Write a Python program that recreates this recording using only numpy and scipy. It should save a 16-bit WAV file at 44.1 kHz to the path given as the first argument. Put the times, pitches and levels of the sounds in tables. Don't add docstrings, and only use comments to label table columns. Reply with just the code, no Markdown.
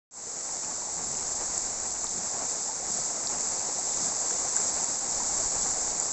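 import sys
import numpy as np
from scipy import signal
from scipy.fft import rfft, irfft
from scipy.io import wavfile
from scipy.ndimage import map_coordinates

SR = 44100
rng = np.random.default_rng(int(sys.argv[2]) if len(sys.argv) > 2 else 0)


def unload_wav(signal):
    wavfile.write(
        sys.argv[1],
        SR,
        np.round(np.clip(np.atleast_2d(signal).T, -1, 1) * 32767).astype(np.int16),
    )


N = 269892
TIME = np.arange(N) / SR

# centre_s, length_s, boom_db, roar_lift_db, hiss_lift_db
SLUGS = [(1.08, 0.32, -48.5, -0.5, 0.5), (2.17, 0.21, -47, -0.4, 1), (2.38, 0.26, -61, 2.3, -0.2),
         (2.96, .27, -48, 1, 1.3), (3.4, 0.31, -55, 1.5, 1), (4.02, .22, -45, 1, 2.5),
         (4.6, 0.22, -61.5, 1.0, 1), (5.65, 0.28, -55, 1.2, 1.7)]
ROAR_DB, HISS_DB = -41, -29.5


def spray(drops_per_s=2600, drop_spread_db=1.0, drop_db=-1, flutter_db=0.42):
    # frequency_hz, relative_db
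    hiss_spectrum = [(2000, -48.5), (3000, -34), (3700, -23.5), (4500, -16.5), (5500, -10.5), (6500, -5),
                     (7200, -1), (7520, 0.5), (7780, -3.5), (8000, -12), (8250, -18.5), (8450, -30.5),
                     (8650, -58)]
    mist = rng.standard_normal(N)
    patter = undb(drop_db) * impacts(drops_per_s, drop_spread_db)
    flutter = undb(flutter_db * walk(35))
    return colour((mist + patter) * flutter, hiss_spectrum)


def plunge(slaps_per_s=900, slap_spread_db=2.5, slap_db=-2.0, churn_db=1.0):
    # frequency_hz, relative_db
    roar_spectrum = [(40, -11), (110, -9), (210, -4), (400, -3.5), (510, -1.5), (620, -3.5), (760, 1.5),
                     (900, -1.5), (1100, -5.5), (1600, -10.5), (2250, -13), (3000, -23.5), (4200, -51.5)]
    wash = rng.standard_normal(N)
    slaps = undb(slap_db) * impacts(slaps_per_s, slap_spread_db)
    churn = undb(churn_db * walk(28))
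    return colour((wash + slaps) * churn, roar_spectrum)


def flow(rise_db=6, settle_s=2.08, roar_share=0.79, wander_spread_db=0.63):
    shortfall_db = rise_db * np.exp(-TIME / settle_s)
    wander_db = wander_spread_db * walk(4.4)
    roar_db = ROAR_DB - roar_share * shortfall_db + wander_db
    hiss_db = HISS_DB - shortfall_db + wander_db
    for centre_s, length_s, _, roar_lift_db, hiss_lift_db in SLUGS:
        swell = np.hanning(int(length_s * SR))
        add(roar_db, centre_s - length_s / 2, roar_lift_db * swell)
        add(hiss_db, centre_s - length_s / 2, hiss_lift_db * swell)
    return roar_db, hiss_db


def booms(centre_hz=180, edge_ratio=1.4):
    out = np.zeros(N)
    band = signal.butter(2, [centre_hz / edge_ratio, centre_hz * edge_ratio], "bandpass",
                         fs=SR, output="sos")
    for centre_s, length_s, boom_db, _, _ in SLUGS:
        swell = np.hanning(int(length_s * SR))
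        rumble = signal.sosfilt(band, rng.standard_normal(N))
        cloud = unit(rumble[:len(swell)])
        add(out, centre_s - length_s / 2, undb(boom_db) * swell * cloud)
    return out


def near_drops():
    # centre_s, pitch_hz, peak_db, length_ms
    drops = [(1.17, 7200, -17.5, 2.1), (1.579, 7360, -13.5, 2.3), (2.043, 7480, -16.5, 2),
             (2.0688, 4200, -28, 1.3), (3.2727, 4900, -15.5, 1.1), (3.473, 7300, -17, 2.1),
             (4.5655, 7300, -9.5, 2.1), (4.6038, 7250, -17.5, 1.6), (4.8435, 7330, -16, 1.9),
             (6.0, 7200, -13, 2.6)]
    out = np.zeros(N)
    for centre_s, pitch_hz, peak_db, length_ms in drops:
        swell = np.hanning(int(length_ms * SR / 1000) + 2)
        tick = swell * np.sin(2 * np.pi * pitch_hz * np.arange(len(swell)) / SR)
        add(out, centre_s - len(swell) / SR / 2, undb(peak_db) * tick)
    return out


def near_gurgles():
    # start_s, pitch_hz, peak_db, ring_cycles
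    gurgles = [(.820, 905, -31.5, 14), (2.045, 1140, -30.5, 14), (2.692, 860, -32.5, 75),
               (2.828, 738, -35.5, 67), (2.985, 690, -39.5, 65), (3.300, 844, -31, 16),
               (3.688, 490, -31.5, 16), (3.788, 728, -29, 30), (4.308, 1570, -29.5, 10),
               (4.450, 730, -26, 17), (4.569, 1520, -27.5, 18), (5.202, 966, -28.5, 24),
               (5.220, 900, -28, 25)]
    out = np.zeros(N)
    for start_s, pitch_hz, peak_db, ring_cycles in gurgles:
        add(out, start_s, undb(peak_db) * bubble(pitch_hz, ring_cycles))
    return out


def stream(low_hz=560, high_hz=2300, cycles=20, spread_db=1.5, tilt_db_per_octave=-5, count=1200):
    out = np.zeros(N)
    for when, smallness, weakness, ring in rng.random((count, 4)):
        pitch_hz = low_hz * (high_hz / low_hz) ** smallness
        strength_db = -spread_db * np.log(max(weakness, np.exp(-4)))
        tilt_db = tilt_db_per_octave * np.log2(pitch_hz / low_hz)
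        add(out, when * N / SR, undb(strength_db + tilt_db) * bubble(pitch_hz, cycles * (0.5 + ring)))
    return unit(out)


def shallows():
    plops = lone_bubbles(low_hz=448, high_hz=1003, gain_db=-35.5, cycles=34, count=14)
    drips = lone_bubbles(low_hz=2000, high_hz=4600, gain_db=-36, cycles=9, count=16)
    return plops + drips


def lone_bubbles(low_hz, high_hz, gain_db, cycles, count):
    out = np.zeros(N)
    for when, smallness, ring in rng.random((count, 3)):
        pitch_hz = low_hz * (high_hz / low_hz) ** smallness
        add(out, when * N / SR, undb(gain_db) * bubble(pitch_hz, cycles * (0.5 + ring)))
    return out


def bubble(pitch_hz, cycles, glide=0.13):
    t = np.arange(int(cycles / pitch_hz * SR) + 2) / SR
    age = t * pitch_hz / cycles
    phase = 2 * np.pi * pitch_hz * t * (1 + glide * age / 2)
    return np.sin(phase) * np.exp(-np.log(100) * age)


def breeze(attack_s=0.046, release_s=0.13, calm_db=-67, buffet_db=0.5, gain_db=-2):
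    # frequency_hz, relative_db
    wind_spectrum = [(8, -11), (22, -1), (45, -4), (75, -9.5), (140, -19.5), (400, -50.5)]
    # start_s, hold_s, relative_db
    gusts = [(0.917, 1.2, -52.5), (2.79, .25, -57.5), (3.27, .25, -53.5), (3.88, .05, -53),
             (4.28, 1.1, -59), (5.113, 0.76, -49.5), (5.346, 0.078, -44)]
    eddies = rng.standard_normal(N) * undb(buffet_db * walk(14))
    power = undb(calm_db) ** 2
    for start_s, hold_s, relative_db in gusts:
        attack = np.clip((TIME - start_s) / attack_s, 0, 1)
        release = np.exp(-np.maximum(TIME - start_s - hold_s, 0) / release_s)
        power = power + (undb(relative_db) * attack * release) ** 2
    return colour(eddies, wind_spectrum) * np.sqrt(power) * undb(gain_db)


def impacts(per_s, spread_db):
    struck = rng.random(N) < per_s / SR
    size = np.minimum(rng.exponential(size=N), 5)
    polarity = rng.choice([-1, 1], N)
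    return unit(struck * undb(spread_db * size) * polarity)


def walk(points_per_s):
    points = rng.standard_normal(4096)
    return unit(map_coordinates(points, [TIME * points_per_s], order=3, mode="wrap"))


def colour(x, spectrum):
    frequency_hz, relative_db = np.transpose(spectrum)
    bins_hz = np.maximum(np.fft.rfftfreq(N, 1 / SR), 1)
    curve_db = np.interp(np.log(bins_hz), np.log(frequency_hz), relative_db)
    return unit(irfft(rfft(x) * undb(curve_db), N))


def add(out, start_s, sound):
    start = int(np.clip(start_s * SR, 0, N - 1))
    out[start:start + len(sound)] += sound[:N - start]


def undb(db):
    return 10 ** (np.asarray(db) / 20)


def unit(x):
    return x / np.sqrt(np.mean(x ** 2))


def scene(stream_db=-10):
    roar_db, hiss_db = flow()
    pool = (plunge() + undb(stream_db) * stream()) * undb(roar_db)
    pool += shallows() * undb(roar_db - ROAR_DB)
    pool += booms()
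    hiss = spray() * undb(hiss_db)
    return (hiss + pool + near_drops() + near_gurgles() + breeze())[None]


def record(dry, open_s=0.11, open_db=-23, fade_s=0.13, top_hz=8500):
    since_open_s = np.maximum(TIME - open_s, 0)
    fade = 1 - (1 - undb(open_db)) * np.exp(-since_open_s / fade_s)
    lowpass = signal.ellip(8, 0.2, 70, top_hz, fs=SR, output="sos")
    return signal.sosfilt(lowpass, dry * fade * (TIME > open_s))


dry = scene()
out = record(dry)
unload_wav(out)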